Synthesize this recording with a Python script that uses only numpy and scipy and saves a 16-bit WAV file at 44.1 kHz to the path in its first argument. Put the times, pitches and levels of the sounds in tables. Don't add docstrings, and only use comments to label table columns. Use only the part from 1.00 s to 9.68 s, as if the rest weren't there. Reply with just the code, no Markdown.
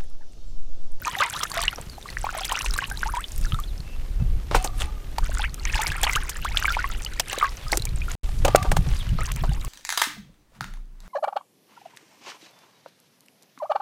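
import sys
import numpy as np
from scipy import signal
from scipy.io import wavfile
from scipy.ndimage import uniform_filter1d

SR = 44100
rng = np.random.default_rng(int(sys.argv[2]) if len(sys.argv) > 2 else 0)


def master_out(mix):
    frames = np.transpose(np.atleast_2d(mix))
    ceiling = np.clip(frames, -1, 1)
    pcm = np.round(ceiling * 32767).astype(np.int16)
    wavfile.write(sys.argv[1], SR, pcm)


def magnitude_from_level(level_db):
    exponent = np.asarray(level_db, float) / 20
    return 10 ** exponent


N = 382788
TOP_HZ = 15900

# start_s [s], peak_db [dB], pitch_hz [Hz]
EARLY_DROPLETS = [(0.079, -20, 4110), (0.187, -13, 3660), (0.2079, -15, 7250), (0.2355, -15, 5200),
                  (0.299, -12, 7500), (0.3645, -16, 3840), (0.39, -18, 8660), (0.425, -25, 5500),
                  (0.5165, -16, 4510), (0.575, -13, 3600), (0.604, -15, 4770), (0.617, -8.5, 8300),
                  (0.6264, -14, 3660), (0.636, -12, 4370), (0.6624, -38, 3670), (0.7593, -20.5, 5640),
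                  (0.813, -21, 8350), (0.898, -23, 4670), (1.0137, -30, 5830), (1.0266, -25.5, 3680),
                  (1.0807, -26, 4100), (1.102, -21, 4400), (1.185, -21, 5870), (1.3265, -27, 7060),
                  (1.376, -16, 8000), (1.4073, -18, 5070), (1.494, -17, 6700), (1.59, -12.5, 5630),
                  (1.9732, -17.5, 4010), (2.1935, -27, 8570), (2.2073, -19, 8200), (2.2323, -31, 3470),
                  (2.3191, -21.5, 7140), (2.361, -22, 8900), (2.379, -15.5, 12800), (2.4404, -24, 4830),
                  (2.5436, -19.5, 3640), (2.6, -19, 13000), (2.7787, -28, 5270), (2.804, -25, 4330)]
# start_s [s], peak_db [dB], pitch_hz [Hz]
LATER_DROPLETS = [(3.6254, -20, 9100), (3.8018, -20, 3600), (4.349, -19, 6900), (4.495, -28, 4280),
                  (4.5967, -23, 4330), (4.7636, -21, 4910), (4.78, -16, 3530), (4.835, -13, 7180),
                  (4.9801, -34, 7550), (5.0146, -12.5, 8980), (5.3694, -16.5, 7560), (5.489, -26, 7240),
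                  (5.5212, -25, 3760), (5.599, -15, 12900), (5.637, -17, 4620), (5.902, -32, 4970),
                  (6.037, -21.5, 7520), (6.0482, -15.5, 4660), (6.1356, -26, 3900), (6.3856, -14, 3910),
                  (6.57, -23.5, 5980), (6.6822, -21, 4900), (6.757, -24, 7120), (6.797, -19, 4000),
                  (6.8905, -24.5, 4120), (6.96, -19, 8360), (6.986, -26, 7100), (7.1, -26, 12700),
                  (7.116, -14.5, 6840), (7.4804, -28, 4140), (8.207, -23, 7370), (8.2628, -28, 4540),
                  (8.091, -25, 2950), (8.534, -24, 4570), (8.612, -26.5, 3810)]


def rms_one(x):
    return x / np.sqrt(np.mean(x ** 2) + 1e-20)


def band(x, low_hz, high_hz, order=2):
    edges_hz = [low_hz, min(high_hz, .45 * SR)]
    return signal.sosfilt(signal.butter(order, edges_hz, "band", fs=SR, output="sos"), x)


def drift(rate):
    r = np.exp(-80 * np.pi * rate / SR)
    slow = signal.lfilter([1], [1, -2 * r, r * r], rng.standard_normal(N // 40 + 2002))
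    slow = slow[2000:]
    return np.interp(np.arange(N) / 40, np.arange(len(slow)), rms_one(slow))


def add(out, start_s, sound):
    at = max(round(start_s * SR), 0)
    out[at:at + len(sound)] += sound[:N - at]


def swells(rows, rest_db):
    t = np.arange(0, N, 64) / SR
    each = []
    for peak_s, peak_db, build_s, die_s in rows:
        before = (peak_s - t) / max(build_s, .02)
        after = (t - peak_s) / max(die_s, .02)
        each.append(peak_db - 20 * np.maximum(before, after))
    return np.interp(np.arange(N) / SR, t, np.maximum(np.max(each, axis=0), rest_db))


def wind():
    # peak_s [s], rumble_db [dB], build_up_s [s], dying_away_s [s]
    gusts = [(0.01, -34, 0.33, 0.19), (.58, -30, 0.19, 0.75), (1.2, -33.5, 0.31, 0.8),
             (1.72, -21, 0.11, 0.09), (2.1, -24, 1, 0.21), (2.41, -22.5, 0.18, 0.74),
             (2.98, -23.5, 0.2, 0.31), (3.34, -12.5, 0.29, 0.098), (3.54, -22.5, .7, 0.51),
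             (3.85, -19.5, 0.41, 0.069), (4.31, -24.5, 1.3, 0.87), (4.75, -21.5, 0.25, 0.16),
             (5.16, -22.5, 0.53, 0.78), (5.87, -25, 1.6, 0.64), (6.97, -21, 0.69, 0.63),
             (7.43, -16.5, 0.18, 0.27), (7.69, -19, 0.058, 1), (8.15, -18.5, 0.72, 0.31),
             (8.67, -21.5, 3.2, .5)]
    # peak_s [s], flutter_db [dB], build_up_s [s], dying_away_s [s]
    buffets = [(.45, -43, 3.5, 0.28), (2.1, -43, 6.8, 0.21), (2.41, -39.5, 0.1, 0.79),
               (3.22, -18.5, 0.056, 0.15), (3.54, -28, 0.1, 0.19), (4.31, -39.5, 0.4, 4.4),
               (4.75, -35.5, 0.92, 0.25), (5.16, -36, 0.11, 0.2), (6.2, -44.5, 1, 3.8),
               (6.97, -35, 0.53, 0.73), (7.43, -23.5, 0.2, 0.3), (7.78, -19, 0.27, 0.26),
               (8.15, -17, 0.19, 0.096), (8.49, -28.5, 0.78, 0.32)]
    rumble_db = swells(gusts, rest_db=-53)
    flutter_db = swells(buffets, rest_db=-58.5)
    white = rng.standard_normal((2, N))
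    rumble = rms_one(band(white[0], 14, 44) * magnitude_from_level(3 * drift(8)))
    flutter = band(white[1], 61.3, 147.5, order=3) + 0.014 * band(white[1], 130, 540)
    flutter = rms_one(flutter * magnitude_from_level(6.1 * drift(30.5)))
    return magnitude_from_level(rumble_db) * rumble + magnitude_from_level(flutter_db) * flutter


def air():
    # pitch_hz [Hz], level_db [dB per Hz]
    air_colour = [(88, -40), (150, -2.5), (422, -3), (566, -9.5), (730, -11), (871, -4), (1040, -16),
                  (16000, -25)]
    colour_hz, colour_db = np.transpose(air_colour)
    edges_hz = 150 * 2 ** np.arange(0, 7.1, .5)
    white = rng.standard_normal((2, N))
    hiss = np.zeros(N)
    for k, (low, high) in enumerate(zip(edges_hz, edges_hz[1:])):
        middle = np.log(low * high) / 2
        own_db = np.interp(middle, np.log(colour_hz), colour_db)
        hiss += magnitude_from_level(own_db + drift(5.5)) * band(white[k % 2], low, high)
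    top_filter = signal.cheby2(10, 40, TOP_HZ, fs=SR, output="sos")
    return magnitude_from_level(-50.5) * signal.sosfilt(top_filter, rms_one(hiss))


def ringing(rows):
    out = np.zeros(N)
    for start_s, level_db, hz, t60_s, rise in rows:
        t60_s, rise = max(t60_s, .001), np.clip(rise, 0, 8)
        t = np.arange(int(t60_s * SR)) / SR
        swell_in = np.minimum(t * min(hz, 5000), 1)
        shape = magnitude_from_level(level_db - 60 * t / t60_s) * swell_in
        bent_t = t + rise * t ** 3 / t60_s ** 2 / 3
        add(out, start_s, shape * np.sin(2 * np.pi * hz * bent_t))
    return out


def crowd(low_hz, high_hz, cycles, spread_db, count):
    u = rng.random((count, 6))
    density = np.cumsum(magnitude_from_level(4 * drift(20)))
    at = np.minimum(np.searchsorted(density, u[:, 0] * density[-1]), N - 1)
    hz = low_hz * (high_hz / low_hz) ** ((u[:, 1] + u[:, 5]) / 2)
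    size_db = -spread_db * np.log(u[:, 2] + .02) - .5 * np.log2(hz / low_hz)
    ring_cycles = cycles * (0.5 + u[:, 3] ** 2)
    rise = 4.5 * u[:, 4] ** 1.5 * (hz < 6000)
    return rms_one(ringing(np.c_[at / SR, size_db, hz, ring_cycles / hz, rise]))


def hands_away():
    # from_s [s], to_s [s]
    quiet_times = [
        (.78, 1.15),
        (2.25, 4.22),
        (6.5, 8.17),
    ]
    t = np.arange(N) / SR
    away = sum((t > from_s) * (t < to_s) for from_s, to_s in quiet_times)
    return uniform_filter1d(away * 1., size=2000)


def small_bubbles(level_db):
    away = hands_away()
    rush = rms_one(band(rng.standard_normal(N), 450, 3800)) * magnitude_from_level(4 * drift(110))
    gurgle = crowd(750, 7500, cycles=46, spread_db=3.6, count=3500)
    return magnitude_from_level(level_db - 5) * ((1 - .7 * away) * gurgle + (.3 + .45 * away) * rush)


def spray(level_db):
    away = hands_away()
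    hiss = rms_one(band(rng.standard_normal(N), 3000, 11000)) * magnitude_from_level(2 * drift(25))
    ticking = crowd(4000, 19500, cycles=15, spread_db=5.2, count=1900)
    return magnitude_from_level(level_db - 6) * ((1 - .6 * away) * ticking + (.11 + .3 * away) * hiss)


def large_bubbles():
    # start_s [s], peak_db [dB], pitch_hz [Hz], t60_s [s]
    hanging = [(6.4419, -16.5, 1096, 0.11), (0.022, -27.5, 1480, 0.032), (0.364, -34, 1240, 0.028),
               (0.405, -21, 1320, 0.032), (0.43, -17, 1210, 0.038), (0.515, -22, 1120, 0.024),
               (0.545, -26, 1390, 0.024), (0.627, -25, 3060, 0.039), (0.729, -22.5, 1390, 0.028),
               (0.981, -25, 774, 0.021), (1.088, -25, 1960, 0.023), (1.327, -28, 773, 0.024),
               (1.349, -18, 764, 0.023), (1.434, -22, 3260, 0.03), (1.5, -24, 980, 0.015),
               (1.644, -20.5, 1000, 0.027), (1.761, -23, 1140, 0.039), (1.823, -26.5, 1103, 0.093),
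               (4.294, -21, 620, 0.02), (4.394, -18, 1510, 0.017), (4.672, -24, 1870, 0.035),
               (4.698, -18.5, 2550, 0.022), (4.862, -20, 2240, 0.036), (4.918, -18, 1650, 0.032),
               (4.98, -24, 1370, 0.032), (5.035, -18, 830, 0.045), (5.066, -12, 960, 0.02),
               (5.132, -19.5, 2030, 0.047), (5.225, -28, 1470, 0.035), (5.36, -27.5, 1700, 0.047),
               (5.518, -29, 2200, 0.033), (5.9, -26.5, 1330, 0.035), (6.2, -22, 710, 0.037),
               (6.329, -25, 785, 0.06), (6.666, -32.5, 1250, 0.11), (6.699, -32, 1580, 0.041),
               (6.871, -27, 2320, 0.025), (7.29, -27, 810, 0.016), (8.187, -24, 1265, 0.061),
               (8.515, -31, 790, 0.067)]
    # start_s [s], peak_db [dB], pitch_hz [Hz], t60_s [s]
    drips = [(.056, -27.5, 935, 0.082), (1.788, -9, 1560, 0.02), (0.0703, -15.5, 1220, 0.042),
             (0.0799, -18.5, 990, 0.071), (0.6806, -4.5, 2820, 0.019), (1.057, -26, 1130, 0.036),
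             (1.366, -27.5, 640, 0.1), (6.378, -10, 510, 0.012), (.57, -22, 671, 0.16),
             (1.41, -25, 755, 0.082), (1.7398, -24, 3900, 0.036), (1.9135, -21.5, 1550, 0.055),
             (2.1378, -19, 950, 0.073), (2.449, -24.5, 1660, 0.023), (2.464, -30, 1390, 0.042),
             (2.521, -26, 1260, 0.044), (2.5447, -24, 1294, 0.058), (2.5884, -22, 1162, 0.055),
             (2.638, -27.5, 3430, 0.018), (4.7914, -17.5, 865, 0.089), (5.0459, -13, 4404, 0.012),
             (5.6805, -11, 1565, 0.046), (5.7035, -17.5, 1380, 0.092), (5.79, -16.5, 1450, 0.06),
             (6.4267, -6.5, 1180, 0.063), (6.822, -20, 4030, 0.015), (7.0179, -23, 2440, 0.036),
             (2.2413, -21, 3420, 0.026), (2.2413, -27, 3010, 0.038), (5.6545, -7, 2220, 0.019),
             (5.8419, -16, 1084, 0.054), (6.0627, -20, 2920, 0.031), (4.753, -20, 880, 0.044),
             (6.413, -16, 2150, 0.017), (.252, -24, 923, 0.11), (.049, -18.5, 2450, 0.019),
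             (5.625, -10.5, 1510, 0.012), (8.643, -32.5, 1080, 0.055), (7.0821, -25, 1380, 0.056)]
    # start_s [s], peak_db [dB], pitch_hz [Hz]
    plops = [(0.152, -12, 1850), (0.58, -12, 1900), (0.5907, -13, 1150), (1.1697, -11.5, 1760),
             (1.2426, -12.5, 800), (1.267, -13, 1010), (1.2908, -13, 1340), (1.5196, -9.5, 960),
             (1.571, -16, 1350), (2.0314, -7.5, 1430), (4.1828, -11, 850), (4.441, -12, 2310),
             (4.654, -13.5, 2140), (5.645, -10, 1170), (5.768, -10, 887), (5.8427, -11.5, 1865),
             (6.7312, -5.5, 1970)]
    # start_s [s], peak_db [dB], pitch_hz [Hz], t60_s [s]
    glugs = [
        (0.2041, -12.5, 1180, 0.09),
        (0.229, -15.5, 2020, 0.045),
        (2.0588, -22.5, 860, 0.16),
        (2.1686, -18.5, 955, 0.12),
        (4.7371, -20, 1740, 0.043),
        (5.0383, -11, 3200, 0.025),
        (5.5717, -1.5, 3060, 0.0084),
        (.168, -27.5, 756, 0.16),
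        (.203, -25, 547, 0.1),
    ]
    # start_s [s], peak_db [dB], pitch_hz [Hz]
    ticks = [(0.4358, -11, 5360), (1.447, -14.5, 3300), (1.555, -11.5, 2680), (1.6104, -13.5, 2660),
             (1.6618, -13.5, 2600), (1.709, -14, 5040), (1.841, -13, 2670), (2.5215, -16, 3000),
             (4.184, -18, 4300), (4.419, -14, 3340), (4.6527, -10, 6040), (4.7442, -11, 2650),
             (4.8685, -9.5, 4700), (5.096, -7.5, 2150), (5.153, -9, 2860), (5.5554, -24, 11000),
             (5.749, -13.5, 2230), (6.1966, -11, 4760), (6.2, -15, 3120), (6.2048, -10, 5250),
             (6.299, -17, 2800), (6.7186, -10.5, 4230), (6.731, -11, 5230)]
    # start_s [s], peak_db [dB], pitch_hz [Hz], t60_s [s]
    thuds = [(6.773, -17, 340, 0.038), (3.5464, 2.5, 1815, 0.002), (3.5499, 12, 850, 0.0026),
             (3.6752, -10.5, 3800, 0.0023), (3.8197, -7.5, 2900, 0.004), (7.4484, -15, 542, 0.095),
             (7.4553, -13, 740, 0.04), (7.48, -11, 570, 0.038), (7.5481, 13, 577, 0.011),
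             (7.5497, -6, 1260, 0.013), (7.5564, 6, 1090, 0.0037), (7.717, -8, 1630, 0.0075),
             (7.7177, -1.5, 655, 0.0089), (7.7692, 9, 762, 0.0032), (8.2135, -26, 1250, 0.079),
             (8.3162, -4, 2430, 0.0015)]
    rows = [(s, db, hz, 29.7 / hz, 2.17) for s, db, hz in ticks]
    rows += [(s, db, hz, 22 / hz, 2.04) for s, db, hz in plops]
    rows += [(s, db - 4, hz, 48 / hz, 0) for s, db, hz in EARLY_DROPLETS + LATER_DROPLETS]
    for table, rise in (hanging, 0.14), (glugs, 5.2), (drips, 0.56), (thuds, 2.03):
        rows += [(*row, rise) for row in table]
    return ringing(rows)


def splats():
    # start_s [s], peak_db [dB], t60_s [s]
    full_slaps = [(0.0677, -28, 0.0074), (0.4317, -27.5, 0.034), (0.5394, -34, 0.024), (1.659, -32, 0.019),
                  (1.7376, -31, 0.02), (1.777, -34, 0.037), (2.1487, -38.5, 0.026), (3.5498, -31.5, 0.18),
                  (4.1821, -30, 0.02), (4.868, -34.5, 0.088), (4.917, -34.5, 0.026), (5.031, -23.5, 0.038),
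                  (5.156, -26.5, 0.04), (5.446, -34, 0.033), (5.5728, -26.5, 0.02), (6.1969, -23, 0.034),
                  (6.329, -27.5, 0.024), (7.449, -22.5, 0.034), (7.48, -22.5, 0.017), (7.5581, -16, 0.016),
                  (7.6264, -30, 0.028), (7.7152, -27.5, 0.033), (7.7659, -26.5, 0.04)]
    # start_s [s], peak_db [dB], t60_s [s]
    thin_cracks = [(0.4978, -27, 0.012), (1.45, -15.5, 0.013), (1.521, -26, 0.027), (1.899, -27, 0.014),
                   (2.412, -36.5, 0.02), (3.642, -30.5, 0.11), (4.543, -26.5, 0.0086),
                   (4.816, -21.5, 0.023), (5.1313, -21, 0.017), (5.293, -23.5, 0.034), (6.02, -30, 0.012),
                   (6.7193, -27.5, 0.02), (6.772, -17, 0.019), (6.8207, -32, 0.0075),
                   (6.8527, -22.5, 0.016), (8.318, -17.5, 0.0063), (8.3603, -21, 0.01),
                   (8.6475, -24, 0.011)]
    full_body_db, thin_body_db = -6.5, -18.5
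    white = rng.standard_normal((2, N + SR))
    crack = rms_one(band(white[0], 5320, 9700) + 0.57 * band(white[0], 12600, 14400))
    body = rms_one(band(white[1], 430, 3530))
    crack *= magnitude_from_level(4.0 * rms_one(uniform_filter1d(white[1], size=90)))

    bursts = [(*row, full_body_db) for row in full_slaps]
    bursts += [(*row, thin_body_db) for row in thin_cracks]
    bursts += [(s, db - 15, .01, thin_body_db) for s, db, hz in EARLY_DROPLETS + LATER_DROPLETS]
    out = np.zeros(N)
    for start_s, peak_db, t60_s, body_db in bursts:
        t60_s = np.clip(t60_s, .004, .09)
        t = np.arange(int(t60_s * SR)) / SR
        at = round(start_s * SR)
        puff = crack[at:at + len(t)] + magnitude_from_level(body_db + 9.5) * body[at:at + len(t)]
        fade = magnitude_from_level(peak_db + 4.5 - 60 * t / t60_s)
        add(out, start_s, fade * np.minimum(t / 0.0017, 1) * puff)
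    return out


def risers():
    racing = [(0.334, -34.5, 740, 1410, .04), (.64, -32, 1590, 2300, 0.025), (0.68, -46, 2950, 4640, 0.019),
              (0.718, -43, 1500, 3100, 0.026), (2.086, -27.5, 1010, 1800, .018),
              (2.178, -39, 1400, 2280, 0.031), (4.439, -24.5, 1430, 2600, .03),
              (4.442, -26, 2300, 3240, .016), (4.802, -31.5, 1110, 1700, 0.039),
              (5.068, -32.5, 520, 1900, .08), (5.16, -18.5, 1030, 1950, 0.027),
              (5.449, -20.5, 896, 1810, 0.02), (5.476, -31, 1590, 3020, 0.023),
              (8.206, -31, 1680, 3000, .023)]
    out = np.zeros(N)
    for start_s, level_db, start_hz, end_hz, length_s in racing:
        u = np.linspace(0, 1, int(length_s * SR))
        phase = 2 * np.pi * np.cumsum(start_hz + (end_hz - start_hz) * u) / SR
        shape = np.minimum(20 * u, 1) * (1 - u ** 2)
        add(out, start_s, magnitude_from_level(level_db) * shape * np.sin(phase))
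    return out


def tray():
    # start_s [s], ring_db [dB], slap_db [dB]
    landings = [(3.198, -33, -44), (3.512, -69, -22.5), (3.547, -14.5, -13.5), (3.646, -26, -25),
                (0.782, -69, -34), (3.821, -26, -50), (6.727, -67, -20.5), (7.259, -34, -56),
                (7.448, -18, -18), (7.48, -60, -22), (7.548, -15.5, -16), (7.648, -60, -27),
                (7.717, -43, -27), (7.862, -32, -37), (8.188, -42, -30.5), (8.437, -60, -26)]
    # pitch_hz [Hz], level_db [dB], t60_s [s]
    steel_tones = [(745, -22, .6), (850, -24, .5), (1160, -20, .7), (1215, -19, .85), (2620, -22, .25),
                   (2060, -25, .2)]
    out = np.zeros(N)
    for hz, tone_db, t60_s in steel_tones:
        rows = []
        for start_s, ring_db, slap_db in landings:
            rows.append((start_s, ring_db + tone_db + rng.normal(0, 5.0), hz, t60_s, 0))
        out += ringing(rows) * (.55 + .65 * drift(35))
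    white = rng.standard_normal(N)
    rough = rms_one(band(white, 326, 1080) + 0.1 * band(white, 750, 4400)) * magnitude_from_level(2.6 * drift(83))
    t = np.arange(int(.16 * SR)) / SR
    for start_s, ring_db, slap_db in landings:
        noise = rough[round(start_s * SR):][:len(t)]
        add(out, start_s, magnitude_from_level(slap_db - 60 * t / 0.089)[:len(noise)] * noise)
    return out


def birds():
    chirps = [
        (.89, .09, 4600, 3900, -51),
        (2.45, .07, 4600, 3100, -46),
        (2.41, .07, 2650, 2680, -47),
        (2.65, .08, 5200, 2900, -49),
        (2.83, .15, 2650, 2670, -42),
        (6.61, .05, 3800, 3000, -47),
        (7.955, .02, 5500, 4200, -42),
        (7.98, .05, 4200, 2800, -36.5),
        (8.48, .06, 4200, 3100, -50),
    ]
    out = np.zeros(N)
    for start_s, length_s, start_hz, end_hz, level_db in chirps:
        hz = np.geomspace(start_hz, end_hz, int(length_s * SR))
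        whistle = np.sin(2 * np.pi * np.cumsum(hz) / SR)
        add(out, start_s, magnitude_from_level(level_db) * np.hanning(len(hz)) * whistle)
    add(out, .013, .6 * out.copy())
    return out * (.8 + .6 * drift(150))


def basin(x):
    out = x.copy()
    add(out, .0074, magnitude_from_level(-21.0) * band(x, 560, 4000))
    return out


def scene():
    # peak_s [s], peak_db [dB], build_up_s [s], dying_away_s [s]
    strokes = [(0.07, -32, 0.041, 0.71), (0.22, -19.5, 0.08, 0.088), (0.42, -25.5, 0.42, 0.086),
               (0.61, -27.5, 0.27, 0.26), (1.09, -39.5, 0.089, 2.4), (1.27, -34.5, 0.26, 0.063),
               (1.55, -25.5, 0.43, 0.21), (1.82, -29, 0.21, 0.17), (2.05, -35.5, 0.23, 0.15),
               (2.17, -34, 0.11, 0.087), (2.51, -46, 0.94, 0.81), (3.56, -26.5, 0.061, 0.1),
               (3.82, -26, 0.043, 0.061), (4.245, -34, 0.047, 0.23), (4.42, -29, 0.3, 0.08),
               (4.77, -24, 0.19, 0.37), (5.05, -22, 0.071, 0.18), (5.23, -35, 0.64, 3.8),
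               (5.68, -25, 0.27, 0.49), (6.32, -25, 0.086, 0.036), (6.44, -24.5, 0.15, 0.073),
               (6.65, -39, 1, 0.53), (7.1, -36.5, 0.055, 0.48), (7.47, -32.5, 0.04, 0.5),
               (7.98, -37, 0.63, 0.53), (8.195, -34.5, 0.036, 0.67), (8.44, -41.5, 0.11, 3.2)]
    # peak_s [s], spray_db [dB], build_up_s [s], dying_away_s [s]
    draining = [(.36, -32, 1.7, 0.33), (.61, -32, 0.31, 0.12), (1.75, -35, 1.5, 0.75),
                (2.05, -38, 0.76, 0.058), (2.2, -46, 0.083, 0.43), (2.55, -37.5, 2.5, 0.23),
                (3.82, -21.5, 0.058, 0.016), (6.55, -40, 0.64, 0.14), (6.75, -29.5, 0.15, 0.074),
                (7.1, -36.5, 0.16, 1.3), (7.96, -37, 0.59, 0.18), (8.6, -45, 1.6, 0.72)]
    stir_db = swells(strokes, rest_db=-50)
    spray_db = np.maximum(stir_db - 7.5, swells(draining, rest_db=-62))
    water = large_bubbles() + risers() + splats() + small_bubbles(stir_db) + spray(spray_db)
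    return (basin(water) + tray() + birds() + air() + wind())[None]


def band_limit(x):
    return signal.sosfilt(signal.butter(12, 16990, fs=SR, output="sos"), x)


def record(dry):
    dropout = 7.153, 7.232
    mute_start_s, mute_end_s = dropout
    t = np.arange(N) / SR
    fade_out = (mute_start_s - t) / 0.00044
    fade_in = (t - mute_end_s) / 0.0018
    gate = np.clip(np.maximum(fade_out, fade_in), .0004, 1)
    top_filter = signal.cheby2(18, 40, 1.05 * TOP_HZ, fs=SR, output="sos")
    mix = signal.sosfilt(top_filter, np.clip(dry, -1, 1)) * gate
    return band_limit(mix)


dry = scene()
out = record(dry)
master_out(out)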